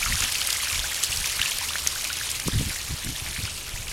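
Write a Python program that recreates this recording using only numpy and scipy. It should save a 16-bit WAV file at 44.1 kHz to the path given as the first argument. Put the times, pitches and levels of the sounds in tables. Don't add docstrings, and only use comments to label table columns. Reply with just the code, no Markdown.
import sys
import numpy as np
from scipy import signal
from scipy.fft import rfft, irfft
from scipy.io import wavfile
from scipy.ndimage import uniform_filter1d

SR = 44100
rng = np.random.default_rng(int(sys.argv[2]) if len(sys.argv) > 2 else 0)


def bounce(signal):
    frames = np.transpose(np.atleast_2d(signal))
    limited = np.clip(frames, -1, 1)
    pcm = np.round(limited * 32767).astype(np.int16)
    wavfile.write(sys.argv[1], SR, pcm)


N = 172872

# (pitch [Hz], level [dB])
BUBBLE_COLOUR = [(900, -8.5), (1500, -5), (2600, 1), (6000, 10.5), (11000, 9.5)]
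# (frequency [Hz], level [dB])
DROP_COLOUR = [(1200, -17), (3000, 6.5), (5000, 8.5), (11000, 4.5), (16000, -10)]
PLOP_GLIDE = 0.242


def gain_of(db):
    return 10 ** (np.asarray(db) / 20)


def unit_rms(x):
    return x / np.sqrt(np.mean(x ** 2) + 1e-20)


def gain_at(colour, hz):
    corners_hz, db = np.transpose(colour)
    return gain_of(np.interp(np.log(hz + 1), np.log(corners_hz + 1), db))


def fader(points):
    return np.interp(np.arange(N) / SR, *np.transpose(points))


def add(mix, start_s, sound):
    part = mix[round(start_s * SR):][:len(sound)]
    part += sound[:len(part)]


def equalise(x, colour):
    return unit_rms(irfft(rfft(x) * gain_at(colour, np.fft.rfftfreq(N, 1 / SR)), N))


def noise(colour):
    return equalise(rng.standard_normal(N), colour)


def wander(span_s):
    width = max(round(span_s * SR), 2)
    return unit_rms(uniform_filter1d(uniform_filter1d(rng.standard_normal(N), width), width))


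def scatter(per_s, spread_db):
    chance, size, sign = rng.random(N), rng.exponential(1, N), rng.choice([-1., 1.], N)
    return sign * gain_of(spread_db * np.minimum(size, 3.2)) * (chance < per_s / SR)


def bubble(hz, cycles, glide, rise=1.0):
    age = np.arange(round(4 * cycles * SR / hz)) * hz / SR / cycles
    envelope = 2.31 * (1 - np.exp(-age / rise)) * np.exp(-2 * age)
    return envelope * np.sin(2 * np.pi * cycles * (age + glide * age ** 3 / 3))


def spray(patch_db=3):
    frames, bands = N // 64 + 5, 129
    real, imaginary, patches = rng.standard_normal((frames, bands, 3)).T
    patches = uniform_filter1d(patches, 6, axis=0)
    patches = unit_rms(uniform_filter1d(patches, 20, axis=1))
    spectra = (real + 1j * imaginary) * gain_of(patch_db * patches)
    wash = signal.istft(spectra, nperseg=256, noverlap=192)[1][:N]
    # (frequency [Hz], level [dB])
    spray_colour = [(290, -29), (500, -10), (868, -6), (1060, -15.5), (1870, -0.5), (2690, 1.5), (3860, -1),
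                    (6610, -2.5), (11800, -6), (15100, -17), (16000, -23)]
    return gain_of(-5) * equalise(wash, spray_colour)


def fizz(clumps, sizes=56):
    births = scatter(per_s=3000 * clumps, spread_db=4)
    size, variation = rng.integers(0, sizes, N), rng.random((sizes, 2))
    out = np.zeros(N)
    for k, hz in enumerate(np.geomspace(897, 11180, sizes)):
        ring, chirp = variation[k]
        grain = bubble(hz, cycles=6.2 * (.5 + ring), glide=0.426 * chirp)
        out += gain_at(BUBBLE_COLOUR, hz) * signal.oaconvolve(births * (size == k), grain)[:N]
    return gain_of(-5) * unit_rms(out)


def ticks(clumps, puff_s=0.00085):
    puff = np.exp(-abs(np.arange(-200, 200)) / SR / puff_s)
    landings = abs(scatter(per_s=270 * clumps, spread_db=3.5))
    gate = signal.oaconvolve(landings, puff)[:N]
    return gain_of(-8.5) * unit_rms(gate * noise(DROP_COLOUR))


def plinks(clumps, sizes=30):
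    births = scatter(per_s=40 * clumps, spread_db=3.5)
    size = rng.integers(0, sizes, N)
    out = np.zeros(N)
    for k, hz in enumerate(np.geomspace(1150, 3400, sizes)):
        grain = bubble(hz, cycles=rng.uniform(4.9, 10.4), glide=PLOP_GLIDE * rng.uniform(0.37, 1.32))
        out += gain_at(BUBBLE_COLOUR, hz) * signal.oaconvolve(births * (size == k), grain)[:N]
    return gain_of(-14.5) * unit_rms(out)


def plops(trail_s=.015):
    # (time [s], level [dB], pitch [Hz], ring length [cycles])
    large_bubbles = [(0.015, -34, 1400, 12), (0.061, -24.5, 1380, 10.5), (0.124, -27.5, 1940, 11),
                     (0.272, -37, 1240, 7.9), (0.224, -27, 1770, 5.9), (0.489, -26.5, 1600, 3),
                     (0.672, -29, 1540, 6.5), (0.842, -28.5, 1640, 20), (0.914, -29, 1810, 4.6),
                     (1.392, -28, 1570, 12), (1.425, -29, 1820, 23), (1.614, -31, 1010, 6.8),
                     (1.706, -31, 1220, 5.6), (1.756, -19.5, 1670, 4.6), (1.959, -30, 1590, 11),
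                     (2.102, -28.5, 1540, 14), (2.212, -26, 1750, 7.9), (2.482, -27.5, 1190, 4.4),
                     (3.361, -35, 1750, 5.6), (3.478, -35.5, 1510, 10), (3.2636, -26, 2230, 4.1),
                     (3.325, -32, 2330, 5), (3.3897, -29, 2510, 12), (2.291, -21.5, 3500, 4.9),
                     (0.028, -19.5, 2500, 11.5), (0.0602, -26, 2250, 8.8), (0.1236, -24, 2180, 15),
                     (0.2224, -20, 2580, 4.9), (0.2403, -17, 2620, 4.7), (0.354, -19.5, 2800, 8.3),
                     (0.4165, -20.5, 3240, 12), (0.746, -22, 3200, 5.7), (0.7934, -16.5, 3500, 6),
                     (1.0308, -27, 3080, 7.7), (1.1268, -21.5, 2920, 13), (1.2432, -20.5, 2470, 7.3),
                     (1.3945, -19.5, 2140, 4.7), (1.4159, -12.5, 3000, 8.1), (1.4582, -20.5, 2820, 16),
                     (2.805, -27, 2670, 4.5), (1.518, -21.5, 3300, 11), (1.6896, -24, 2940, 14),
                     (0.699, -23, 2650, 8), (0.602, -26, 2230, 8), (1.8647, -17, 2300, 1.6),
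                     (2.05, -24, 2560, 6.5), (2.101, -25, 2630, 4.9), (2.3974, -25, 2030, 4),
                     (2.5403, -26, 4050, 11), (3.3629, -25, 2350, 7.3), (3.4532, -26, 2410, 3.8),
                     (3.7748, -30.5, 2600, 10)]
    out, trails = np.zeros(N), rng.random((len(large_bubbles), 2, 2))
    for (s, db, hz, cycles), trail in zip(large_bubbles, trails):
        start_hz = hz / (1 + PLOP_GLIDE / 3)
        add(out, s, gain_of(db) * bubble(start_hz, cycles, PLOP_GLIDE, rise=0.06))
        for late, detune in trail:
            follower = bubble(hz * (.8 + .7 * detune), cycles, PLOP_GLIDE)
            add(out, s + 0.00189 + trail_s * late, gain_of(db + 7 * (1 - late)) * follower)
    return out


def splats(scatter_s=0.0025):
    # (time [s], ping level [dB], pitch [Hz], spray level [dB])
    impacts = [(0.2055, -7, 6750, -34), (0.2255, -15, 6240, -24), (0.2394, -12, 6060, -21),
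               (0.323, -19, 6830, -22.5), (0.346, -13.5, 6050, -37), (0.4153, -16, 4380, -26),
               (0.4732, -7, 10300, -22.5), (0.505, -21, 5300, -18), (0.529, -28, 5630, -19),
               (0.156, -14, 5200, -33), (0.6847, -25, 4980, -25), (1.037, -5, 7250, -17.5),
               (1.173, -12, 4800, -23), (1.2592, -12, 5500, -21.5), (1.2984, -23, 5860, -26),
               (1.397, -16, 3670, -35), (1.416, -30, 4860, -22), (1.5122, -23, 5300, -23),
               (1.030, -16, 6000, -29), (1.046, -17, 5000, -22), (1.5858, -18, 4330, -33),
               (1.8732, -2.5, 6000, -27), (2.1306, -19, 4820, -26), (2.3035, -18, 12000, -30),
               (2.307, -18, 10500, -33), (2.3155, -13.5, 7950, -25.5), (2.4, -17, 5560, -30.5),
               (2.479, -13.5, 8710, -23), (3.047, -16, 8970, -29), (3.453, -18, 4900, -36),
               (1.499, -16, 9820, -41), (1.5863, -12, 10000, -28), (1.875, -11.5, 10800, -24),
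               (2.356, -24, 4200, -28.5)]
    pings, gate = np.zeros(N), np.zeros(N)
    burst = np.exp(-abs(np.arange(3000) / SR / scatter_s - 3))
    for s, db, hz, spray_db in impacts:
        add(pings, s, gain_of(db) * bubble(hz, cycles=5.5, glide=0.12, rise=0.25))
        add(gate, s - 3 * scatter_s, gain_of(spray_db) * burst)
    return pings + gate * noise(DROP_COLOUR)


def wind(flutter_hz=190, rolloff_hz=270):
    # (frequency [Hz], level [dB])
    thud_colour = [(12, -31), (20, 13.5), (59, 3), (138, -2), (242, -15), (300, -26.5), (400, -36),
                   (520, -50), (880, -120)]
    # (time [s], level [dB])
    breeze = [(0.0, -41), (0.59, -54), (3.92, -41.5)]
    # (start [s], length [s], level [dB], share of flutter [dB])
    gusts = [(0.004, 0.048, -48, -9), (0.059, 0.13, -31.5, -16.5), (0.196, 0.083, -36.5, -11.5),
             (0.718, 0.089, -42.5, -11), (0.749, 0.15, -39, -40), (1.083, 0.047, -39, -17),
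             (1.149, 0.064, -38.5, -28), (1.196, 0.04, -37.5, -29), (1.394, 0.024, -36.5, -11),
             (2.453, 0.055, -33.5, 1), (2.526, 0.068, -24, -9), (2.59, 0.06, -31, 0.5),
             (2.642, 0.079, -33.5, -6.5), (2.888, 0.067, -31.5, -11), (3.042, 0.1, -37.5, 0),
             (3.212, 0.027, -37, -10.5), (3.254, 0.082, -41, -9), (3.376, 0.042, -40, 1.5),
             (3.419, 0.053, -33.5, -11), (3.735, 0.025, -31, -36), (3.779, 0.04, -37, -19)]
    hz = np.fft.rfftfreq(N, 1 / SR)
    band = hz / flutter_hz / (1 + (hz / flutter_hz) ** 2) / (1 + (hz / rolloff_hz) ** 4)
    flutter = irfft(rfft(rng.standard_normal(N)) * band, N) * gain_of(1.5 * wander(0.007))
    rumble = noise(thud_colour)
    out = gain_of(fader(breeze)) * noise(thud_colour)
    for s, length, db, flutter_db in gusts:
        thud_hz = 97.3 + 1.2 * flutter_db
        thud = signal.lfilter(*signal.iirpeak(thud_hz, Q=1.16, fs=SR), rumble)
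        span = slice(round(s * SR), round((s + length) * SR))
        arch = np.sin(np.pi * np.linspace(0, 1, len(thud[span])) ** 0.8)
        body, edge = unit_rms(arch * thud[span]), unit_rms(arch * flutter[span])
        add(out, s, gain_of(db) * (body + gain_of(flutter_db + 0.5) * edge))
    return out


def air_pops():
    # (time [s], level [dB], width [s])
    pops = [(2.472, -21, .0015), (2.484, -10.5, 0.00057), (2.612, -18.5, 0.00042)]
    out = np.zeros(N)
    for s, db, width in pops:
        age = np.linspace(-3, 9, round(12 * width * SR))
        push = np.exp(-age ** 2 / 2)
        rebound = .4 * np.exp(-((age - 3.5) / 2.5) ** 2 / 2)
        add(out, s - 3 * width, gain_of(db) * (push - rebound))
    return out


def shaft():
    # (frequency [Hz], level [dB])
    shaft_colour = [(15, -33), (25, -22), (75, 8), (93, -5.5), (128, -3), (166, -10.5), (189, -11.5),
                    (430, -11.5), (618, -14), (1200, -16), (1560, -22), (2640, -120)]
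    return gain_of(-45.5) * noise(shaft_colour)


def scene(clump_db=2.1):
    # (time [s], level [dB])
    retreat = [(0.0, -26), (1.24, -27.5), (3.92, -34)]
    water_db = fader(retreat)
    bubbling, spitting = gain_of(clump_db * wander(0.036)), gain_of(clump_db * wander(0.029))
    near = gain_of(0.22 * (water_db - water_db[0]))
    surge_db = 2.5 * np.exp(-((np.arange(N) / SR - 2.74) / .045) ** 2)
    flicker_db = .6 * wander(0.014)
    water = spray() + plinks(bubbling) + near * (fizz(bubbling) + ticks(spitting))
    water *= gain_of(water_db + surge_db + flicker_db)
    return (water + plops() + splats() + shaft() + wind() + air_pops())[None]


def record(dry, notch_hz=7633, notch_width_hz=130, cutoff_hz=15950):
    notched = signal.lfilter(*signal.iirnotch(notch_hz, notch_hz / notch_width_hz, SR), dry)
    high_cut = signal.firwin(1023, cutoff_hz, window=("kaiser", 9), fs=SR)
    return signal.oaconvolve(notched, high_cut[None], "same")


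dry = scene()
out = record(dry)
bounce(out)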